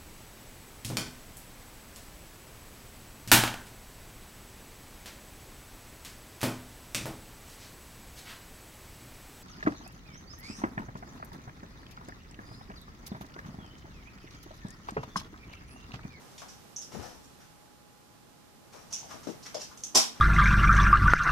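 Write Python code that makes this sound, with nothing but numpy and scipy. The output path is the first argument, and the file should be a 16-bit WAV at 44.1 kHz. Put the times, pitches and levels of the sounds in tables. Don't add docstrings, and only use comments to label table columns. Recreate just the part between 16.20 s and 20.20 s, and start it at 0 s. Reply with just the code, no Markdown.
import sys
import numpy as np
from scipy import signal
from scipy.fft import rfft, irfft
from scipy.io import wavfile

SR = 44100
rng = np.random.default_rng(int(sys.argv[2]) if len(sys.argv) > 2 else 0)


def dump(signal):
    limited = np.clip(np.atleast_2d(signal).T, -1, 1)
    pcm = np.round(limited * 32767).astype(np.int16)
    wavfile.write(sys.argv[1], SR, pcm)


N = 176400

# frequency_hz, relative_db
AIR_TONE = [(15, -39), (25, -11.5), (114, -2.5), (240, -3), (322, -6), (349, -8), (409, -8), (679, -11),
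            (840, -10.5), (910, -12.5), (1040, -15), (1130, -12), (2190, -19.5), (5560, -20.5),
            (14500, -27.5)]
# frequency_hz, left_minus_right_db
AIR_PAN = [(60, 7.5), (200, -4), (550, -2.5), (2000, -3.5), (6000, -4.5), (14000, -1.5)]
# time_s, level_db
AIR_LEVELS = [(0, -52.5), (.6, -53.5), (1.1, -54.5), (1.6, -57), (2.4, -56.5), (3, -51), (4, -55)]
# pitch_hz, level_db
HUM_TONES = [(833, -70.5), (1023, -77.5)]
# start_s, rise_s, fade_s, hiss_db, body_db, body_pitch_hz, body_width_octaves
COVER_RUBS = [(0, 0.0079, 0.16, -64, -59.5, 890, 0.66), (0.179, 0.0017, 0.024, -44.5, -47.5, 3000, 0.58),
              (0.211, 0.0089, 0.0092, -51, -44.5, 900, .75), (0.281, 0.0026, 0.036, -47.5, -57, 900, 0.62),
              (.712, 0.0088, 0.062, -51.5, -44, 485, 0.75), (0.791, 0.042, 0.063, -50, -43, 640, 0.59),
              (0.819, .05, .11, -58, -54, 49.7, 0.59), (1.19, 0.022, 0.033, -60, -55, 1100, 0.6),
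              (2.52, 0.0094, 0.08, -55, -49.5, 720, 0.61), (2.703, .01, 0.014, -47.5, -50, 840, 0.34),
              (2.725, 0.0025, 0.062, -44, -52.5, 2970, 0.34),
              (2.875, 0.031, 0.039, -49.5, -46.5, 760, 0.67), (2.905, 0.0055, 0.015, -51, -43, 1130, 0.39),
              (3.029, 0.0025, 0.023, -47.5, -53, 1000, 0.68), (3.07, 0.019, 0.03, -51, -52, 1100, .8),
              (3.221, 0.013, 0.024, -47, -57, 4500, 0.15), (3.251, 0.014, 0.016, -44.5, -42.5, 1500, 0.61),
              (3.387, 0.029, 0.023, -39, -48.5, 650, 1.5), (3.504, 0.013, .02, -57, -50, 1170, .2),
              (3.931, 0.022, 0.12, -56.5, -51.5, 800, 0.79)]
# frequency_hz, relative_db
HISS_TONE = [(200, -30), (1000, -19.5), (2500, -8.5), (4200, -4), (5800, 6), (7000, -2.5), (9000, -12.5),
             (14500, -30.5)]
# start_s, level_db, pitch_hz, width_octaves, cover_slap_db
PAW_THUMPS = [(0.115, -31, 300, 1, -31), (0.22, -17.5, 890, 0.87, -32), (.738, -12.5, 158, 1, -36),
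              (.748, -11, 384, 1.2, -26), (.761, -8.5, 178, 0.65, -34), (.781, -7, 101, 0.56, -34),
              (.797, -12, 228, 1.54, -31), (2.54, -21, 540, 0.89, -36), (2.83, -18, 716, 0.42, -40),
              (2.911, -20, 1160, .7, -24), (2.943, -17, 298, 1.3, -34), (3.071, -4, 318, 0.91, -20),
              (3.088, -6.5, 278, 0.89, -36), (3.3446, -12.5, 433, 1.5, -9.5), (3.348, -6, 597, 0.37, -13)]
# frequency_hz, left_minus_right_db
SOFA_PAN = [(50, 22), (110, 36), (260, 24), (600, 16.5), (1300, 5), (3000, 3), (6000, -3.5), (11000, 15)]
# start_s, ring_db, pitch_hz, tick_db
COLLAR_CLINKS = [(0.5621, -11.5, 6000, -27), (0.5658, -9.5, 6100, -23), (0.567, -17, 6160, -22.5),
                 (.578, -23, 6300, -38), (0.5835, -16, 6230, -30), (0.591, -16, 6200, -38),
                 (.617, -22, 5950, -18), (.623, -18, 5320, -25.5), (.632, -20, 5450, -34),
                 (.646, -29, 5750, -38), (1.044, -40, 6900, -29), (2.725, -19, 6000, -17),
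                 (2.728, -12.5, 5980, -11.5), (2.7317, -18, 6300, -17), (2.735, -5, 5770, -18),
                 (2.7427, -17, 6500, -20), (2.753, -15, 6040, -22), (2.762, -17, 5900, -34),
                 (2.775, -21, 6200, -34), (2.786, -18, 6300, -34), (2.802, -18, 6230, -30),
                 (3.575, -25, 6200, -20.5), (3.606, -28, 6150, -40), (3.6361, -24, 6200, -11),
                 (3.637, -5.5, 6140, -17)]
# frequency_hz, relative_db
TICK_TONE = [(500, -8), (2000, -14), (3400, -2), (4100, -7), (5800, 5.5), (7700, 1.5), (8500, -3),
             (9600, -8.5), (10700, -3.5), (12000, -22), (13000, -10), (14600, -20.5)]
# frequency_hz, left_minus_right_db
NEAR_PAN = [(100, -3), (300, 1), (600, 5.5), (1200, 1), (3000, 1), (6000, -3), (11000, 4.5)]
# start_s, claw_db, pad_db
FLOOR_HITS = [(3.7456, -21, -14), (3.7483, -1.5, -11), (3.7503, 6.5, -9), (3.7523, -4, -1.5),
              (3.7552, 10.5, 0), (3.7579, 8.5, 1.5), (3.7628, 7, -7.5), (3.7709, 6.5, -10),
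              (3.7744, 7.5, -7.5), (3.7793, 4, -9)]
# frequency_hz, relative_db
CLAW_CLICK_TONE = [(300, -18.5), (1500, -15), (2500, -16), (3000, -15), (3400, -11), (4000, -10.5),
                   (4800, -5), (5850, 3.5), (6400, -2.5), (7000, -3.5), (8000, -11.5), (10500, -16),
                   (13500, -24), (14600, -34)]
# frequency_hz, relative_db
PAD_TONE = [(30, -36), (70, -16), (120, -5), (170, -12), (260, 1.5), (370, -0.5), (520, -4.5), (680, -1),
            (1000, 1), (1400, -7), (2200, -23), (5000, -35)]
# pitch_hz, relative_db, ring_s (time to fade by 60 dB)
BOARD_NOTES = [(200, -17, .2), (228, 0, .4), (355, -13, 0.053), (439.5, -12, 0.28), (663, 2, 0.12),
               (714, 0, 0.18), (801.3, -3.5, 0.22), (954, -8, 0.21), (1017, -0.5, 0.17), (1141, -10, 0.34)]
# frequency_hz, echo_s (time to fade by 60 dB when echo_scale is 1)
ROOM_ECHO = [(80, 0.24), (300, 0.26), (1000, 0.32), (3000, 0.36), (6000, 0.27), (12000, 0.28)]


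def amp(db):
    return 10 ** (np.asarray(db) / 20)


def curve_at(points, hz):
    known_hz, values = np.transpose(points)
    return np.interp(np.log(hz + 1), np.log(known_hz + 1), values)


def unit(x):
    return x / np.sqrt(np.sum(x ** 2, axis=-1, keepdims=True) + 1e-20)


def add(mix, start_s, sound):
    part = mix[..., max(round(start_s * SR), 0):][..., :sound.shape[-1]]
    part += sound[..., :part.shape[-1]]


def click(tone, size=4096):
    log_gain = np.log(amp(curve_at(tone, abs(np.fft.fftfreq(size, 1 / SR)))))
    spectrum = np.exp(np.conj(signal.hilbert(log_gain)))
    return unit(np.fft.ifft(spectrum).real[:size // 2])


def hump(pitch_hz, octaves, steepness_db):
    hz = np.geomspace(20, SR / 2, 600)
    return np.c_[hz, -steepness_db * np.log10(1 + (np.log2(hz / pitch_hz) / octaves) ** 2 / 2)]


def pan(stereo, points):
    ratio = amp(curve_at(points, np.fft.rfftfreq(2 * N, 1 / SR)))
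    gains = np.array([ratio, np.ones_like(ratio)]) * np.sqrt(2 / (1 + ratio ** 2))
    return irfft(rfft(stereo, 2 * N) * gains)[:, :N]


def room(x, echo_db, echo_scale=1, rise_s=0.00055, size=24000, spacing=12):
    echoes = np.zeros((2, size))
    arrivals = np.arange(0, size, spacing) + rng.integers(0, spacing, (2, size // spacing))
    np.put_along_axis(echoes, arrivals, rng.standard_normal(arrivals.shape), 1)
    hz, t, bands = signal.stft(echoes, SR, nperseg=256)
    echo_s = echo_scale * curve_at(ROOM_ECHO, hz)[:, None]
    tail = signal.istft(bands * amp(-60 * t / echo_s), SR)[1]
    fade_in = np.minimum(np.arange(tail.shape[1]) / SR / rise_s, 1)
    response = amp(echo_db) * unit(tail * fade_in)
    response[:, 0] += 1
    return signal.fftconvolve(x[None], unit(response), axes=1)


def background():
    t = np.arange(N) / SR
    tone = amp(curve_at(AIR_TONE, np.fft.rfftfreq(N, 1 / SR)))
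    air = unit(irfft(rfft(rng.standard_normal((2, N))) * tone, N)) * np.sqrt(N)
    air_db = np.interp(t, *np.transpose(AIR_LEVELS))
    hum = np.zeros(N)
    for hz, db in HUM_TONES:
        wander = 0.0095 * np.cumsum(rng.standard_normal(N))
        hum += amp(db) * np.sqrt(2) * np.sin(2 * np.pi * hz * t + wander)
    return pan(air, AIR_PAN) * amp(air_db) + hum


def cloth_slips(rise_s, fade_s, slips_per_s=4000, spread_db=4, size=30000):
    t = np.arange(size) / SR
    slips = (rng.random(size) < slips_per_s / SR) * rng.choice([-1, 1], size)
    strengths = amp(spread_db * np.minimum(rng.exponential(1, size), 3))
    swell = np.minimum(t / rise_s, 1) * np.exp(-np.maximum(t - rise_s, 0) / fade_s)
    return unit(slips * strengths) * np.sqrt(size) * swell


def cover_scuffs():
    out, slip = np.zeros((2, N)), click(HISS_TONE)
    for start_s, rise_s, fade_s, hiss_db, body_db, hz, octaves in COVER_RUBS:
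        hiss = signal.fftconvolve(cloth_slips(rise_s, fade_s), slip)
        cushion = click(hump(hz, octaves, steepness_db=19.5))
        body = signal.fftconvolve(cloth_slips(rise_s, fade_s), cushion)
        add(out, start_s, room(amp(hiss_db) * hiss + amp(body_db) * body, echo_db=3))
    return out


def cushion_thumps():
    out, slip = np.zeros((2, N)), click(HISS_TONE)
    for start_s, db, hz, octaves, slap_db in PAW_THUMPS:
        thump = click(hump(hz, octaves, steepness_db=42.5))
        add(out, start_s, amp(db) * room(thump, echo_db=8, echo_scale=0.76))
        slap = unit(signal.fftconvolve(cloth_slips(rise_s=0.0016, fade_s=0.0013), slip))
        add(out, start_s, amp(slap_db) * room(slap, echo_db=8))
    return out


def collar_clinks():
    out, tick = np.zeros((2, N)), click(TICK_TONE)
    for start_s, ring_db, hz, tick_db in COLLAR_CLINKS:
        ring = click(hump(hz, octaves=0.125, steepness_db=50))
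        add(out, start_s, amp(ring_db) * room(ring, echo_db=3))
        add(out, start_s, amp(tick_db) * room(tick, echo_db=9))
    return pan(out, NEAR_PAN)


def floor_landing(scrape_fade_s=0.0016, scrape_vs_click_db=2, ring_vs_pad_db=-3.5):
    out, t = np.zeros((2, N)), np.arange(SR // 2) / SR
    ring = sum((-1) ** k * amp(db - 60 * t / ring_s) * np.sin(2 * np.pi * hz * t)
               for k, (hz, db, ring_s) in enumerate(BOARD_NOTES))
    slap = amp(ring_vs_pad_db) * unit(ring)
    add(slap, 0, click(PAD_TONE))
    for start_s, claw_db, pad_db in FLOOR_HITS:
        scrape = amp(scrape_vs_click_db) * unit(rng.standard_normal(len(t)) * np.exp(-t / scrape_fade_s))
        scrape[0] += 1
        claw = unit(signal.fftconvolve(scrape, click(CLAW_CLICK_TONE)))
        add(out, start_s, amp(claw_db) * room(claw, echo_db=6))
        add(out, start_s, amp(pad_db) * room(unit(slap), echo_db=4.5))
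    return pan(out, NEAR_PAN)


def scene():
    sofa = pan(cushion_thumps() + cover_scuffs(), SOFA_PAN)
    return sofa + collar_clinks() + floor_landing() + background()


def record(dry):
    cutoff_hz = 14800
    low_pass = signal.firwin(511, cutoff_hz, window=("kaiser", 9), fs=SR)
    return signal.oaconvolve(dry, low_pass[None], "same")


dry = scene()
out = record(dry)
dump(out)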